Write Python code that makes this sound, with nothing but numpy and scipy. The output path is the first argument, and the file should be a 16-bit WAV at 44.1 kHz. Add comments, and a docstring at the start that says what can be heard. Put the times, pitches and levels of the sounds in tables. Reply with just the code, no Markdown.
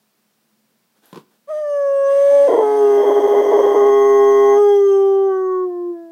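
"""A large dog, close by in a small, softly humming room, snuffles and gives a low chuff: four slack flaps
of the throat. It lifts its head and howls once. The howl starts high and pure, as its vocal folds swing
evenly, then turns breathy and cracks down to a lower note. There the folds repeat only every third cycle
and keep breaking into a rasp, while the dog presses ever harder and its wet mouth clicks faintly.
At last the voice clears, sinks and fades away."""
import sys
import numpy as np
from scipy import signal
from scipy.fft import rfft, irfft, next_fast_len
from scipy.io import wavfile
from scipy.ndimage import uniform_filter1d

SR = 44100
rng = np.random.default_rng(int(sys.argv[2]) if len(sys.argv) > 2 else 0)


def store_wav(level_fs):
    """Save 16-bit WAV to argv[1]."""
    pcm = np.round(np.clip(np.atleast_2d(level_fs), -1, 1) * 32767)
    wavfile.write(sys.argv[1], SR, pcm.T.astype(np.int16))


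N = 269451
TIME = np.arange(N) / SR

# the howl starts high and swells: t/s, pitch/Hz, level/dB
HIGH_NOTE = [(1.482, 566, -32.5), (1.507, 633, -23), (1.541, 602.6, -22), (1.591, 613.9, -21.5),
             (1.656, 589.4, -21.5), (1.736, 576.2, -18), (1.886, 555.6, -15.5), (2.05, 551.8, -14),
             (2.365, 567.1, -8.5), (2.424, 563.5, -9), (2.469, 569.3, -10.5)]
# after the break it settles on a lower note: t/s, pitch/Hz, level/dB
LOW_NOTE = [(2.49, 468, -11), (2.57, 456, -11.5), (2.615, 428, -11), (2.66, 423, -15.5), (2.75, 421, -14.5),
            (2.85, 414, -10), (2.94, 409.5, -11.5), (3.7, 409, -11), (4.2, 405.5, -9.7), (4.52, 405.5, -10)]
# then it sinks away: t/s, pitch/Hz, level/dB
FALLING_NOTE = [(4.555, 406.5, -10.5), (4.59, 414.1, -9.5), (4.929, 392.9, -11), (5.263, 389.1, -14),
                (5.333, 379.6, -16.5), (5.647, 366.5, -18.5), (5.712, 354.3, -24.5), (5.907, 348.8, -22.5),
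                (5.971, 338, -32), (6.026, 336.4, -35), (6.096, 331.3, -40)]
# tone of each stage, relative to the effort: start/s, harmonics 2 to 5/dB (one each), overtones/dB
TIMBRE = [(1.47, -16, -34, -45, -54, -36), (1.55, -19.5, -26, -50.5, -45.5, -39),
          (2.12, -30, -34, -46.5, -43.5, -40.5), (2.49, -17, -34.5, -46.5, -47.5, -45),
          (2.62, -16.5, -27, -39, -39.5, -39), (4.55, -16.5, -26, -37.5, -43.5, -37),
          (5.31, -22, -14, -34, -39.5, -34.5), (5.66, -19, -23, -47.5, -42.5, -41),
          (5.95, -12.5, -32, -42, -31, -33)]
# rasp of the folds and air rushing past them, relative to the effort: start/s, rasp/dB, air/dB
TEXTURE = [(1.47, -29.5, -34.5), (1.6, -43, -49), (2.07, -32, -40), (2.49, -19, -40), (2.64, -25, -38),
           (2.99, -17, -41.5), (3.77, -20.5, -43.5), (3.92, -34, -43), (4.58, -44, -49), (5.32, -45, -55)]
# spells in which the folds repeat every second cycle: start/s, end/s, level/dB
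DOUBLING = [(2.32, 2.48, -34.5), (2.98, 3.85, -29.5)]
# spell in which they repeat every third cycle: start/s, end/s, level/dB
TRIPLING = [(2.62, 4.57, -10.5)]
# extra tones in that spell: multiple of a third of the pitch, relative level/dB
SIDE_TONES = [(1, -52), (2, -24.5), (4, -32), (5, -19), (7, -28.5), (8, -16.5), (10, -47.5), (11, -36),
              (13, -51), (14, -31.5)]
# cracks, where the folds lose their rhythm: t/s, level/dB
CRACKS = [(2.493, -13), (2.522, -12.5), (2.54, -16), (2.565, -18), (2.585, -12.5), (2.613, -17),
          (3.04, -15.5), (3.103, -15), (3.201, -18), (3.272, -19.5), (3.341, -13), (3.417, -19),
          (3.455, -19), (3.522, -13), (3.577, -16.5), (3.6, -13), (3.661, -15.5), (3.748, -14)]
# a crack rings the two lowest resonances of the mouth: f/Hz, relative level/dB
CRACK_COLOUR = [(60, -64.5), (130, -26), (220, -30.5), (290, -4), (460, 4), (620, 3), (790, -9.5),
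                (1020, -3.5), (1200, -33), (1600, -40.5), (2030, -22), (2500, -61.5), (5000, -65.5)]
# the throat as the rasp rings it: f/Hz, relative level/dB
RASP_COLOUR = [(70, -58), (135, -25), (220, -28), (280, -8.5), (450, -3.5), (620, -5.5), (780, -13),
               (1060, -8.5), (1200, -20.5), (1500, -28), (2030, -19), (2450, -60.5), (2950, -42.5),
               (3220, -16.5), (3550, -43), (5000, -59)]
# resonances of throat and muzzle: f/Hz, width/Hz, gain when narrow/dB, gain when open/dB
THROAT = [(2090, 130, -7.5, 3.5), (2740, 140, 1.5, -18.5), (3181, 220, -12, 0.5), (4800, 300, -8.5, -33.5),
          (5230, 450, -14.5, -14), (6084, 490, -4, -6.5), (6372, 41, -9, 5.5), (8250, 190, -10, -15),
          (9270, 200, -6.5, -28.5), (13200, 6800, -25, -23.5)]
# the throat settles from narrow to open: t/s, opening from 0 to 1
OPENING = [(2.48, 0.02), (2.55, 0.3), (2.93, 0.5), (3.02, 0.99)]
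# air through the narrow throat: f/Hz, relative level/dB
NARROW_AIR_COLOUR = [(80, -25.5), (900, -6.5), (2050, 7.5), (2550, -4.5), (3400, 2.5), (3900, -4.5),
                     (4600, -6), (5700, -9.5), (6150, 3.5), (7500, -14), (8500, 3.5), (9900, -11.5),
                     (13000, -10), (15700, -22)]
# air through the open throat: f/Hz, relative level/dB
OPEN_AIR_COLOUR = [(80, -23), (1200, 6.5), (2050, 14.5), (2550, -3.5), (2950, -0.5), (3200, 12.5),
                   (3700, -4.5), (5100, 1), (5700, -10), (6250, 7), (7400, -9.5), (8400, 5.5),
                   (9900, -10.5), (14000, 5.5), (15800, -8)]
# flaps of the throat in the chuff: t/s, level/dB
CHUFF_FLAPS = [(1.129, -30), (1.145, -35), (1.158, -29.5), (1.173, -33)]
# the low thud of those flaps: f/Hz, relative level/dB
CHUFF_COLOUR = [(40, -42.5), (85, -23.5), (150, 1), (260, 1.5), (470, 1.5), (690, -21), (1020, -1.5),
                (1250, -15), (2000, -24), (3800, -22), (6000, -33), (6900, -33), (7600, -37), (15000, -39)]
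# puffs through the nose around the chuff: start/s, end/s, level/dB
SNUFFLES = [(.965, .99, -65), (1.04, 1.2, -57), (1.32, 1.36, -65.5)]
# the hiss of those puffs: f/Hz, relative level/dB
SNUFFLE_COLOUR = [(59, -59), (100, -27), (297, -1.5), (831, -1.5), (1290, -10), (1430, -3), (2180, -15),
                  (3390, -10), (5370, -15.5), (15000, -18)]
# wet clicks of tongue and lips: t/s, level/dB
CLICKS = [(1.057, -44), (3.082, -39), (3.28, -39), (4.078, -50), (4.761, -42.5)]
# the bright snap of those clicks: f/Hz, relative level/dB
CLICK_COLOUR = [(1000, -25), (5000, -15.5), (9000, -2), (12000, 3), (15500, -6)]
# echoes from the nearest surfaces: delay/ms, gain
ECHOES = [(5.88, 0.34), (7.08, 0.17), (7.95, 0.41), (11.83, 0.22), (17.0, 0.2), (20.89, 0.19)]
# the room's steady hum and hiss: f/Hz, relative level/dB
ROOM_COLOUR = [(18, -76.5), (30, -36.5), (85, -37), (140, -15.5), (182, -16.5), (219, -2), (249, -17),
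               (389, -18.5), (2360, -26), (3230, -27), (5590, -27), (6210, -30.5), (7650, -29.5),
               (12300, -30.5), (15500, -26)]

BREAK_S = 2.495  # the voice drops to its lower note
TOP_HZ = 15750  # upper edge of the sound
RING_DB, RING_PRESS_DB = -15, 18  # mouth's ring near 1 and 2 kHz when slack, and its rise at full push
FIFTH_PRESS_DB, TREBLE_PRESS_DB = 7, 5  # rise of the fifth harmonic and the overtones at full push
DULL_FROM_S, DULL_DB_PER_S = 4.86, 24  # the treble fades as the howl runs out
FLUTTER_DB, FLUTTER_PER_S = 2, 12  # the low harmonics waver in strength, each on its own


def howl(jitter=0.00096, rough_jitter=0.16, crack_kick=.03, shimmer=7.1, effort_s=0.3, low_cut_hz=115):
    """One long call, all riding on the swing of the vocal folds. Returns its body and its treble."""
    pitch, level_db = curves([*HIGH_NOTE, *LOW_NOTE, *FALLING_NOTE])
    effort_db = uniform_filter1d(level_db, int(effort_s * SR))  # effort is the smoothed level
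    *harmonics_db, overtones_db = effort_db + np.array(stages(TIMBRE, glide_s=.045))
    rasp_db, air_db = effort_db + np.array(stages(TEXTURE, glide_s=.053))
    press = pressure()
    harmonics_db[-1] += FIFTH_PRESS_DB * press
    side_gain = spells(TRIPLING, attack_s=0.026, release_s=0.027)
    opening = np.clip(curves(OPENING)[0], 0, 1)
    hoarse = undb(rasp_db)
    burst, tone_share = cracks()
    roughness = np.hypot(hoarse, burst)
    # rougher folds hold their pitch less well, and each crack jerks it upward
    wobble = (jitter + rough_jitter * roughness) * wander(160)
    hz = pitch * (1 + wobble + crack_kick * (1 - tone_share))
    phase = 2 * np.pi * np.cumsum(hz) / SR
    # their swing wavers too, and falters more than it overshoots
    swing = tone_share * (1 + shimmer * hoarse * np.minimum(wander(70), .5))
    tone = undb(level_db) * np.sin(phase)
    for k, db in enumerate(harmonics_db, 2):
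        tone += undb(db + FLUTTER_DB * wander(FLUTTER_PER_S)) * echo_gain(k * pitch) * np.sin(k * phase)
    growl = undertones(phase, side_gain, RING_DB + RING_PRESS_DB * press, roughness)
    body = swing * (np.sqrt(2) * tone + growl)
    body += hoarse * rasp(phase, RASP_COLOUR) + burst * rasp(phase, CRACK_COLOUR)
    # the mouth is too small to send out bass
    body = signal.sosfilt(signal.butter(3, low_cut_hz, "high", fs=SR, output="sos"), body)
    tripled = side_gain / side_gain.max()
    treble = undb(overtones_db + TREBLE_PRESS_DB * press) * overtones(phase, hz, tripled, opening, press)
    treble += undb(air_db) * breath(phase, opening, tripled)
    dulling = undb(-DULL_DB_PER_S * np.maximum(TIME - DULL_FROM_S, 0))
    onset = np.interp(TIME, [1.472, 1.492], [0, 1])
    return onset * body, onset * dulling * treble


def pressure(start_s=2.65, full_s=4.05, end_s=4.53, release_s=.06):
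    """The push behind the voice, from 0 to 1: the dog presses ever harder, holds, then lets go."""
    return np.interp(TIME, [start_s, full_s, end_s, end_s + release_s], [0, 1, 1, 0])


def undertones(phase, side_gain, ring_db, roughness, slip=0.079, rough_slip=7.2):
    """Folds that repeat every second or third cycle add tones below and between the harmonics."""
    # after the break, half the pitch lies too low to carry
    halves = undb(-8.5) * (TIME < BREAK_S) * np.sin(phase / 2) + np.sin(1.5 * phase)
    # the rougher the voice, the more the three-cycle pattern slips
    slow_phase = (phase + (slip + rough_slip * roughness) * wander(45)) / 3
    thirds = 0
    for multiple, db in SIDE_TONES:
        boost_db = ring_db * (multiple in (8, 14))  # these two lie where the mouth rings
        thirds += undb(db + boost_db) * np.sin(multiple * slow_phase + rng.uniform(0, 2 * np.pi))
    return np.sqrt(2) * (spells(DOUBLING, attack_s=0.016, release_s=.02) * halves + side_gain * thirds)


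def cracks(rise_s=0.0083, heal_s=.016, tone_loss=.75, dip_length_share=.65):
    """The folds lose their rhythm fast and regain it more slowly. Returns rasp gain and the tone left."""
    burst, tone_share = 0, 1
    for s, db in CRACKS:
        age = (TIME - s) / np.where(TIME < s, rise_s, heal_s)
        burst += undb(db) * np.exp(-age ** 2)
        tone_share *= 1 - tone_loss * np.exp(-(age / dip_length_share) ** 2)
    return burst, tone_share


def rasp(phase, points, scatter_cycles=.22, spread_db=5.5):
    """The folds clap shut with uneven timing and strength, and each clap rings the throat."""
    cycles = np.arange(int(phase[-1] / (2 * np.pi)))
    timing, strength = rng.standard_normal((len(cycles), 2)).T
    clap_at = np.interp(2 * np.pi * (cycles + scatter_cycles * timing), phase, np.arange(N))
    claps = np.bincount(clap_at.astype(int), undb(spread_db * strength), N)
    # only what strays from the even rhythm is rough
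    even = 2 * np.mean(claps * np.cos(phase)) * np.cos(phase) + claps.mean()
    ring = colour(claps - even, points)
    # the folds can only swing so far, which evens out the loudness
    power = uniform_filter1d(uniform_filter1d(ring ** 2, size=400), size=400)
    return unit(ring / np.sqrt(power + 0.069))


def overtones(phase, hz, tripled, opening, press, side_db=-3, flutter_db=3):
    """The throat shapes harmonics 6 to 37; the three-cycle pattern adds a side tone under each."""
    sound, power = 0, 1e-9
    for k in range(6, 38):
        gain = throat(k * hz, opening) * whistle(k * hz, press)
        sound += gain * undb(flutter_db * wander(16)) * np.sin(k * phase + rng.uniform(0, 2 * np.pi))
        below = k - 1 / 3
        side_gain = tripled * undb(side_db) * throat(below * hz, opening) * whistle(below * hz, press)
        sound += side_gain * np.sin(below * phase + rng.uniform(0, 2 * np.pi))
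        power += (gain ** 2 + side_gain ** 2) / 2
    return sound / np.sqrt(power)


def throat(hz, opening):
    """How well throat and muzzle pass a tone at hz, as they move from narrow to open."""
    grid = np.linspace(0, SR / 2, num=2048)
    narrow, wide = 0, 0
    for centre_hz, width_hz, narrow_db, open_db in THROAT:
        peak = (grid < TOP_HZ) / (1 + (2 * (grid - centre_hz) / width_hz) ** 2)
        narrow += undb(narrow_db) * peak
        wide += undb(open_db) * peak
    return (1 - opening) * np.interp(hz, grid, narrow) + opening * np.interp(hz, grid, wide)


def whistle(hz, press, centre_hz=6400, half_width_hz=450, boost_db=5):
    """Extra gain at hz from a throat resonance that sharpens under pressure."""
    return undb(boost_db * press / (1 + ((hz - centre_hz) / half_width_hz) ** 2))


def breath(phase, opening, tripled, pulse=0.5, throb=0.25):
    """Air escapes once a cycle, and throbs with the slower of the two folds."""
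    narrow = undb(5.5) * (1 - opening) * noise(NARROW_AIR_COLOUR)
    wide = undb(4.0) * opening * noise(OPEN_AIR_COLOUR)
    slow_fold = np.cos(phase * 2 / 3)
    return (narrow + wide) * (1 + pulse * np.cos(phase) + throb * tripled * slow_fold)


def chuff(ring_s=0.0029, tail_s=0.021, tail_db=-11):
    """Four slack flaps of the throat, each trailing a puff of air."""
    puffs = np.zeros(N)
    for s, db in CHUFF_FLAPS:
        age = np.maximum(TIME - s, 0)
        puffs += undb(db) * (TIME > s) * (np.exp(-age / ring_s) + undb(tail_db) * np.exp(-age / tail_s))
    return colour(puffs * rng.standard_normal(N), CHUFF_COLOUR) * np.sqrt(np.mean(puffs ** 2))


def snuffle():
    """Short puffs of air hiss through the nose."""
    return spells(SNUFFLES, attack_s=0.022, release_s=.02) * noise(SNUFFLE_COLOUR)


def clicks(ring_s=.002):
    """Films of saliva snap in the open mouth."""
    snaps = sum(undb(db) * (TIME > s) * np.exp(-np.abs(TIME - s) / ring_s) for s, db in CLICKS)
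    return snaps * noise(CLICK_COLOUR)


def echo_gain(hz):
    """Near echoes strengthen or weaken a harmonic as it glides."""
    return np.abs(1 + sum(gain * np.exp(-2j * np.pi * hz * ms / 1000) for ms, gain in ECHOES))


def room(x, wet_db, fade_s=0.33):
    """Near walls add a short wash of echoes that falls by 60 dB in fade_s."""
    age = TIME[:SR // 2]
    tail = rng.standard_normal(len(age)) * np.exp(-np.log(1000) * age / fade_s) * (age > .003)
    return x + undb(wet_db) * signal.fftconvolve(x, tail / np.linalg.norm(tail))[:N]


def room_tone(level_db=-64):
    """A faint, steady hum and hiss fills the room."""
    return undb(level_db) * noise(ROOM_COLOUR)


def undb(db):
    """Turn decibels into a gain."""
    return 10 ** (np.asarray(db) / 20)


def unit(x):
    """Scale to an average power of 1."""
    return x / np.sqrt(np.mean(x ** 2))


def curves(rows):
    """Join the rows with straight lines: one curve over time per column."""
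    times, *columns = np.transpose(rows)
    return [np.interp(TIME, times, column) for column in columns]


def stages(rows, glide_s):
    """Hold each row until the next, then glide to it: one curve per column."""
    starts, *columns = np.transpose(rows)
    row_now = np.maximum(np.searchsorted(starts, TIME) - 1, 0)
    return [uniform_filter1d(column[row_now], int(glide_s * SR)) for column in columns]


def spells(rows, attack_s, release_s):
    """A gain that rises before each start, holds, and dies away after each end."""
    gain = 0
    for start, end, db in rows:
        rise = np.clip(1 + (TIME - start) / attack_s, 0, 1)
        gain += undb(db) * rise * np.exp(-np.maximum(TIME - end, 0) / release_s)
    return gain


def colour(x, points):
    """Filter x by a curve of (f/Hz, level/dB) points, then scale it to a power of 1."""
    hz, db = np.transpose(points)
    size = 2 * next_fast_len(N)
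    grid = np.maximum(np.fft.rfftfreq(size, 1 / SR), 1)
    gain = undb(np.interp(np.log(grid), np.log(hz), db))
    # folding the cepstrum makes the filter ring after a pulse, never before it
    cepstrum = irfft(np.log(gain))
    cepstrum[1:size // 2] *= 2
    cepstrum[size // 2 + 1:] = 0
    return unit(irfft(rfft(x, size) * np.exp(rfft(cepstrum)))[:N])


def noise(points):
    """Steady noise with the given colour."""
    return colour(rng.standard_normal(N), points)


def wander(per_s):
    """A random curve of typical size 1 that heads for a new value per_s times a second."""
    step = max(int(SR / per_s), 1)
    targets = np.repeat(rng.standard_normal(N // step + 1), step)
    return unit(uniform_filter1d(targets, step)[:N])


def scene():
    """The dog in its small room, in one channel."""
    body, treble = howl()
    dog = room(body, wet_db=-27)
    # the raised muzzle beams its treble at the ceiling, so more of that arrives as echo
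    dog += undb(-3.5) * room(treble + clicks(), wet_db=-0.5)
    dog += room(chuff() + snuffle(), wet_db=-14)
    return (dog + room_tone())[None]


def record(dry):
    """Cut off the very highest treble."""
    return signal.sosfilt(signal.ellip(10, .1, 80, TOP_HZ, fs=SR, output="sos"), dry)


dry = scene()
out = record(dry)
store_wav(out)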